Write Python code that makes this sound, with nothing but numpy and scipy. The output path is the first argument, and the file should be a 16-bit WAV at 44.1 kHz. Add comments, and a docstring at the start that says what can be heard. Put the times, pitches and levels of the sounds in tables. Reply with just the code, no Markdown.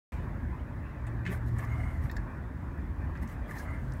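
"""A low outdoor rumble is heard first, with deep hums swelling and fading in it. Over it, two hands turn
a rusty pulley wheel in an engine bay in two short pulls, sliding back for a new grip after each.
Friction makes the rubbing: skin scuffs over rust grains and the wheel rasps briefly as it moves.
Impact makes the ticks, bumps and knocks of fingers on the metal, whose modes die away quickly.
Reflections from the nearby metal walls give the rubbing a boxed-in colour."""
import sys
import numpy as np
from scipy import signal
from scipy.fft import rfft, irfft
from scipy.io import wavfile
from scipy.ndimage import uniform_filter1d, map_coordinates

SR = 44100
rng = np.random.default_rng(int(sys.argv[2]) if len(sys.argv) > 2 else 0)


def to_wav(s):
    """Save 16-bit WAV."""
    ch = np.atleast_2d(s).T  # columns
    pcm = np.round(np.clip(ch, -1, 1) * 32767)  # PCM
    wavfile.write(sys.argv[1], SR, pcm.astype(np.int16))


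N = 176400
T = np.arange(N) / SR

# background spectra (f/Hz, relative level/dB)
RUMBLE_SPECTRUM = [(20, -36), (34, -14), (46, 2), (60, 1), (82, 2), (97, -4.5), (150, -8.5), (200, -12.5),
                   (260, -12), (340, -18.5), (450, -29.5), (800, -65.5)]
WASH_SPECTRUM = [(200, -7.5), (450, -1.5), (570, 3), (780, -1), (980, 4), (1350, -2.5), (1750, 0.5),
                 (2050, -6), (2350, -17), (3100, -25), (4500, -30), (9000, -37)]
HISS_SPECTRUM = [(1500, 17), (4000, 2.5), (6000, 1.5), (9000, 1.5), (10500, -7.5), (12000, 0.5),
                 (16000, -8)]
# envelopes of the background and of the creeping grip (t/s, level/dB)
RUMBLE_ENVELOPE = [(.12, -34.5), (2.3, -36.5), (4.0, -37)]
WASH_ENVELOPE = [(.12, -49.5), (.9, -50.5), (1.5, -50.5), (2.3, -51), (3.0, -51), (4.0, -49.5)]
HISS_ENVELOPE = [(.12, -53), (.25, -81), (1.1, -73.5), (1.8, -60.5), (2.3, -73), (3.1, -72.5), (4.0, -63)]
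GRIP_ENVELOPE = [(.12, -58.5), (.35, -73.5), (.9, -69.5), (1.2, -73), (2.9, -70.5), (3.203, -67),
                 (4.0, -73)]
# deep hums, skin squeaks and soft bumps of the hands (t/s, length/s, f/Hz, level/dB)
HUM_EVENTS = [(0.855, 1.1, 115.6, -35), (1.446, 0.55, 76, -35.5), (0.018, 0.63, 116, -44),
              (3.65, 0.36, 130, -38)]
SQUEAK_EVENTS = [(0.58, 0.036, 2950, -66.5), (0.818, 0.13, 2700, -66), (0.913, 0.075, 2530, -66),
                 (3.427, 0.073, 3300, -70)]
BUMP_EVENTS = [(1.164, 0.24, 177.5, -38.5), (1.276, 0.064, 380, -43.5), (1.957, 0.12, 79.4, -34.5),
               (2.03, 0.05, 135, -33), (3.188, 0.1, 210, -41), (3.365, 0.13, 60, -32.5)]
# resonances of grip, wheel, hollow under the palms, palm hiss and metal (f/Hz, width/Hz, gain/dB)
GRIP_MODES = [(2418, 330, 10), (2990, 290, -14), (3500, 770, -7)]
WHEEL_MODES = [(1510, 160, 10.5), (1695, 140, 13.5), (2050, 510, 10), (2530, 340, 5.5), (3320, 1140, -6.5),
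               (4400, 130, -7), (6200, 4800, -17.5)]
HOLLOW_MODES = [(680, 106, 5), (1274, 230, -2), (1580, 410, -8), (2070, 130, 5.5), (2860, 270, -18)]
PALM_BANDS = [(4390, 290, -1), (6840, 790, -1), (8800, 1700, -0.5), (12000, 3000, -6)]
CLINK_MODES = [(2550, 170, 4), (3620, 350, 2), (3820, 270, -1), (4400, 280, 4), (5200, 680, -1),
               (6450, 550, -6), (7270, 480, 0), (8800, 2600, -10)]
# dry rasps of the moving wheel (t/s, level/dB, decay/s)
RASP_EVENTS = [(1.065, -50, 0.017), (1.2514, -40.5, 0.014), (1.2627, -35, 0.0076), (1.274, -43, 0.011),
               (1.29, -51, 0.035), (3.149, -54.5, 0.033)]
# ticks of grit and fingernails (t/s, level/dB, f/Hz, decay/s)
TICK_EVENTS = [(1.067, -58.5, 8460, 0.01), (1.335, -49, 11000, .002), (1.585, -50, 8000, 0.006),
               (1.649, -57.5, 6400, 0.0046), (2.1132, -48, 14700, 0.002), (2.167, -62, 14500, 0.0033),
               (2.778, -65, 13000, .003), (3.173, -60, 5440, 0.0032), (3.227, -54, 11000, 0.0018),
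               (3.275, -53.5, 6500, 0.0032), (3.51, -47, 9000, 0.00082), (3.583, -52.5, 5730, 0.017),
               (3.922, -47, 5430, 0.00086), (3.9367, -50.5, 9000, 0.0013), (3.9698, -56, 11000, 0.00092)]
# fingers landing on the rim (t/s, level/dB, pitch ratio)
KNOCK_EVENTS = [(1.264, -34, 1.005), (1.346, -40.5, 0.89), (1.592, -37, 1.01), (2.097, -38, 1.05),
                (2.1135, -43, 1.1), (2.167, -37, 1.01), (2.182, -39.5, 1), (3.153, -42.5, 0.94),
                (3.511, -36.5, 1.02)]
# modes of the damped rim (f/Hz, gain/dB, decay/s)
RIM_MODES = [(1130, -18, 0.0023), (1520, -7, 0.0034), (1698, 6.5, 0.0038), (1960, -16, 0.0066),
             (2620, -24, 0.0052)]
# skin scuffing over rust (t/s, rise/s, fall/s, body level/dB, hiss level/dB)
SCUFF_EVENTS = [(1.285, 0.041, 0.075, -45.5, -57.5), (1.445, 0.036, 0.023, -67, -63),
                (1.55, 0.037, 0.11, -44.5, -61), (1.99, 0.055, 0.075, -53.5, -66.5),
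                (2.148, 0.017, 0.013, -57, -68), (3.205, 0.023, 0.037, -50, -61.5),
                (3.265, 0.033, 0.085, -51.5, -62.5), (3.455, 0.059, 0.097, -50, -62),
                (3.544, 0.039, 0.1, -53, -56.5)]
# spectra of a scuff's body and hiss (f/Hz, relative level/dB)
SCUFF_BODY_SPECTRUM = [(250, -28), (400, 1.5), (540, 1.5), (850, -2.5), (1150, 5), (1400, -8), (1750, 2.5),
                       (2050, 3.5), (2400, -12.5), (3200, -19), (5000, -50)]
SCUFF_HISS_SPECTRUM = [(2000, -4.5), (3500, 0.5), (4500, -1), (7500, -0.5), (10500, -1), (13500, 2),
                       (16000, -7)]
# palms sliding back along the rim (t/s, rise/s, fall/s, level/dB)
SLIDE_EVENTS = [(1.6, 0.15, 0.38, -46.5), (3.56, 0.12, 0.21, -48)]
# clinks as the grip closes (t/s, level/dB, centre of excitation f/Hz)
CLINK_EVENTS = [(2.097, -46.5, 3470), (2.113, -48, 5750), (2.1658, -45, 5500)]
# skin catching on the rim (t/s, length/s, level/dB, f/Hz)
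CATCH_EVENTS = [(3.483, 0.021, -49.5, 2010), (3.521, 0.038, -48, 1800), (3.552, 0.037, -44.5, 1800),
                (3.577, 0.045, -47, 1643)]
# echoes from the metal walls of the bay (delay/s, gain/dB)
WALL_ECHOES = [(.00228, -25.5), (.00343, -19.5), (.00511, -8), (.00742, -26), (.0108, -10)]

METAL_ATTACK_S = 0.00083


def undb(db):
    """Amplitude ratio of a level in decibels."""
    return 10 ** (np.asarray(db) / 20)


def unit(x):
    """Normalisation to an rms of 1."""
    return x / np.sqrt(np.mean(x ** 2))


def colour(x, spectrum):
    """Spectral shaping by a curve interpolated in log frequency; the result has unit rms."""
    hz, db = np.array(spectrum).T
    f = np.maximum(np.arange(N // 2 + 1) * SR / N, 1)
    return unit(irfft(rfft(x) * undb(np.interp(np.log(f), np.log(hz), db)), N))


def resonate(x, modes):
    """Resonance: steep pass bands add in power; the result has unit rms."""
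    f = np.maximum(np.arange(N // 2 + 1) * SR / N, 1)
    power = sum(undb(db) ** 2 / (1 + ((f - hz * hz / f) / width) ** 2) ** 2 for hz, width, db in modes)
    return unit(irfft(rfft(x) * np.sqrt(power), N))


def drift(rate_hz):
    """Smoothed random steps: a fluctuation of unit rms."""
    hold = max(int(SR / rate_hz), 2)
    steps = rng.standard_normal(N)[np.arange(N) // hold]
    return unit(uniform_filter1d(uniform_filter1d(steps, hold), hold))


def flicker(x, depth_db, band_hz=246.5, rate_hz=25.05):
    """Random amplitude modulation band by band, as when a rubbing contact patch changes."""
    f, t, spectra = signal.stft(x, SR, nperseg=512)
    field = rng.standard_normal((128, 512))
    grid = np.meshgrid(f / band_hz, t * rate_hz, indexing="ij")
    gain = undb(depth_db * map_coordinates(field, grid, mode="mirror"))
    return unit(signal.istft(spectra * gain, SR)[1][:N])


def envelope(points):
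    """Amplitude envelope, linear in decibels between points."""
    return undb(np.interp(T, *np.array(points).T))


def swell(start, rise, fall):
    """Raised-cosine envelope: a rounded rise and fall."""
    return np.sin(np.pi / 2 * np.interp(T, [start, start + rise, start + rise + fall], [0, 1, 0])) ** 2


def strike(start, decay, attack):
    """Exponential decay after a sharp attack, with a faint reverberant tail from the bay."""
    age = np.maximum(T - start, 0)
    tail = undb(-23) * np.exp(-age / 0.024)
    return (1 - np.exp(-age / attack)) * (np.exp(-age / decay) + tail)


def burst(x, length):
    """Energy normalisation: a short swell gets an rms of about 1 at its crest."""
    return unit(x) * np.sqrt(length / 2 / T[-1])


def ring(start, modes, detune=0.0053):
    """Free vibration: one contact sets off damped modes, each slightly mistuned."""
    age = np.maximum(T - start, 0)
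    out = 0
    for hz, db, decay in modes:
        pitch = hz * (1 + detune * rng.standard_normal())
        out += undb(db) * np.sin(2 * np.pi * pitch * age) * np.exp(-age / decay)
    return (1 - np.exp(-age / METAL_ATTACK_S)) * out


def friction(grains_per_s=12000, spread_db=1.8):
    """Shot noise: dense, tiny slips of uneven size over rust grains."""
    slips = rng.random(N) < grains_per_s / SR
    return slips * rng.standard_normal(N) * undb(spread_db * np.minimum(rng.exponential(size=N), 5))


def background():
    """Filtered noise: a wavering low rumble, a steadier distant wash and a thin hiss."""
    rumble = colour(rng.standard_normal(N), RUMBLE_SPECTRUM) * envelope(RUMBLE_ENVELOPE)
    rumble *= undb(1.4 * drift(rate_hz=16))
    wash = colour(flicker(rng.standard_normal(N), depth_db=2.06), WASH_SPECTRUM)
    wash *= envelope(WASH_ENVELOPE) * undb(0.5 * drift(rate_hz=9.8))
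    hiss = colour(rng.standard_normal(N), HISS_SPECTRUM) * envelope(HISS_ENVELOPE)
    return rumble + wash + hiss


def hums(rise_s=0.34, fade_s=0.15, wander=0.0069, waver_db=1.4):
    """Deep pure tones swell and fade under slight frequency and amplitude modulation."""
    phase_per_hz = 2 * np.pi * np.cumsum(1 + wander * drift(rate_hz=7.72)) / SR
    out = 0
    for start, length, hz, db in HUM_EVENTS:
        gate = np.clip(np.minimum((T - start) / rise_s, (start + length - T) / fade_s), 0, 1)
        out += undb(db) * np.sqrt(2) * np.sin(hz * phase_per_hz) * gate
    return out * undb(waver_db * drift(rate_hz=13.18))


def grip():
    """Frictional creep: skin creaks faintly on the rim while the hands hold on."""
    return resonate(flicker(friction(), depth_db=6), GRIP_MODES) * envelope(GRIP_ENVELOPE)


def engine_bay(x):
    """Comb filtering: close reflections interfere with the direct sound."""
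    f = np.arange(N // 2 + 1) * SR / N
    response = 1 + sum(undb(db) * np.exp(-2j * np.pi * f * delay) for delay, db in WALL_ECHOES)
    return irfft(rfft(x) * response / np.sqrt(np.mean(np.abs(response) ** 2)), N)


def squeaks(relative_width=0.08):
    """Narrow-band resonance makes the friction of a tight grip whistle."""
    out = 0
    for start, length, hz, db in SQUEAK_EVENTS:
        whistle = resonate(friction(), [(hz, hz * relative_width, 0)])
        out += undb(db) * swell(start, length / 2, length / 2) * whistle
    return out


def rasps():
    """Forced vibration: short bursts of slipping drive the modes of the wheel."""
    slipping = sum(undb(db) * strike(start, decay, METAL_ATTACK_S) for start, db, decay in RASP_EVENTS)
    return resonate(friction(), WHEEL_MODES) * slipping


def ticks(relative_width=0.43):
    """Brief impacts have broad spectra: grit and fingernails give bright cracks."""
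    out = 0
    for start, db, hz, decay in TICK_EVENTS:
        band = resonate(rng.standard_normal(N), [(hz, hz * relative_width, 0)])
        out += undb(db) * strike(start, decay, attack=0.0003) * band
    return out


def bumps(relative_width=0.28):
    """Soft contact excites low frequencies: the hands push and the wheel booms briefly."""
    out = 0
    for start, length, hz, db in BUMP_EVENTS:
        boom = resonate(rng.standard_normal(N), [(hz, hz * relative_width, 0)])
        out += undb(db) * burst(boom * swell(start, length / 2, length / 2), length)
    return out


def knocks():
    """Heavy damping: fingers set the rim ringing and stop it at once."""
    return sum(undb(level) * ring(start, [(hz * pitch, db, decay) for hz, db, decay in RIM_MODES])
               for start, level, pitch in KNOCK_EVENTS)


def scuffs(judder_db=2):
    """Roughness noise: skin judders over rust, giving a hollow body with a fine hiss above it."""
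    body = colour(flicker(friction(), depth_db=3), SCUFF_BODY_SPECTRUM)
    hiss = colour(flicker(friction(), depth_db=3), SCUFF_HISS_SPECTRUM)
    rubbing = sum(swell(start, rise, fall) * (undb(body_db) * body + undb(hiss_db) * hiss)
                  for start, rise, fall, body_db, hiss_db in SCUFF_EVENTS)
    return rubbing * undb(judder_db * drift(rate_hz=131))


def slides(waver_db=1.37, hiss_db=-25.5, linger=1.55):
    """Cavity resonance: the hollow under the sliding palms colours their rubbing; a hiss trails on."""
    pressure = undb(waver_db * drift(rate_hz=111.2))
    # the resonances shift as the hollow changes shape
    position = np.cumsum(1 + 0.011 * drift(rate_hz=14))
    hollow = map_coordinates(resonate(friction(), HOLLOW_MODES), [position], mode="mirror")
    hiss = undb(hiss_db) * resonate(flicker(friction(), depth_db=6), PALM_BANDS)
    out = 0
    for start, rise, fall, db in SLIDE_EVENTS:
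        out += undb(db) * (hollow * swell(start, rise, fall) + hiss * swell(start, rise, fall * linger))
    return pressure * out


def clinks(half_power_octaves=0.34):
    """Selective excitation: each small, hard contact favours one range of the metal's high modes."""
    noise = rng.standard_normal(N)
    out = 0
    for start, level, centre in CLINK_EVENTS:
        modes = [(hz, width, db - 3 * (np.log2(hz / centre) / half_power_octaves) ** 2)
                 for hz, width, db in CLINK_MODES]
        out += undb(level) * strike(start, decay=0.0041, attack=0.0014) * resonate(noise, modes)
    return out


def catches(slip_hz=230, jitter=0.3, decay_s=0.0051):
    """Stick-slip motion: skin lets go in uneven pulses, each ringing the damped rim."""
    out = 0
    for start, length, db, hz in CATCH_EVENTS:
        cycles = np.cumsum(slip_hz * np.exp(jitter * drift(slip_hz))) / SR
        slips = np.diff(np.floor(cycles), prepend=0) * swell(start, length / 2, length / 2)
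        rim = signal.fftconvolve(slips, ring(0, [(hz, 0, decay_s)]))[:N]
        out += undb(db) * burst(rim, length)
    return out


def scene():
    """Superposition of the rubbing in the bay, the contacts and the background, in one channel."""
    rubbing = engine_bay(scuffs() + slides() + grip() + squeaks() + rasps())
    return (rubbing + knocks() + catches() + clinks() + ticks() + bumps() + hums() + background())[None]


def record(dry, onset_s=0.12, cutoff_hz=15800):
    """Gating and low-pass filtering: a moment of silence, then sound with its highest treble cut."""
    gate = np.clip((T - onset_s) / 0.002, 0, 1)
    lowpass = signal.ellip(10, 0.2, 70, cutoff_hz, fs=SR, output="sos")
    return signal.sosfilt(lowpass, dry * gate)


dry = scene()
out = record(dry)
to_wav(out)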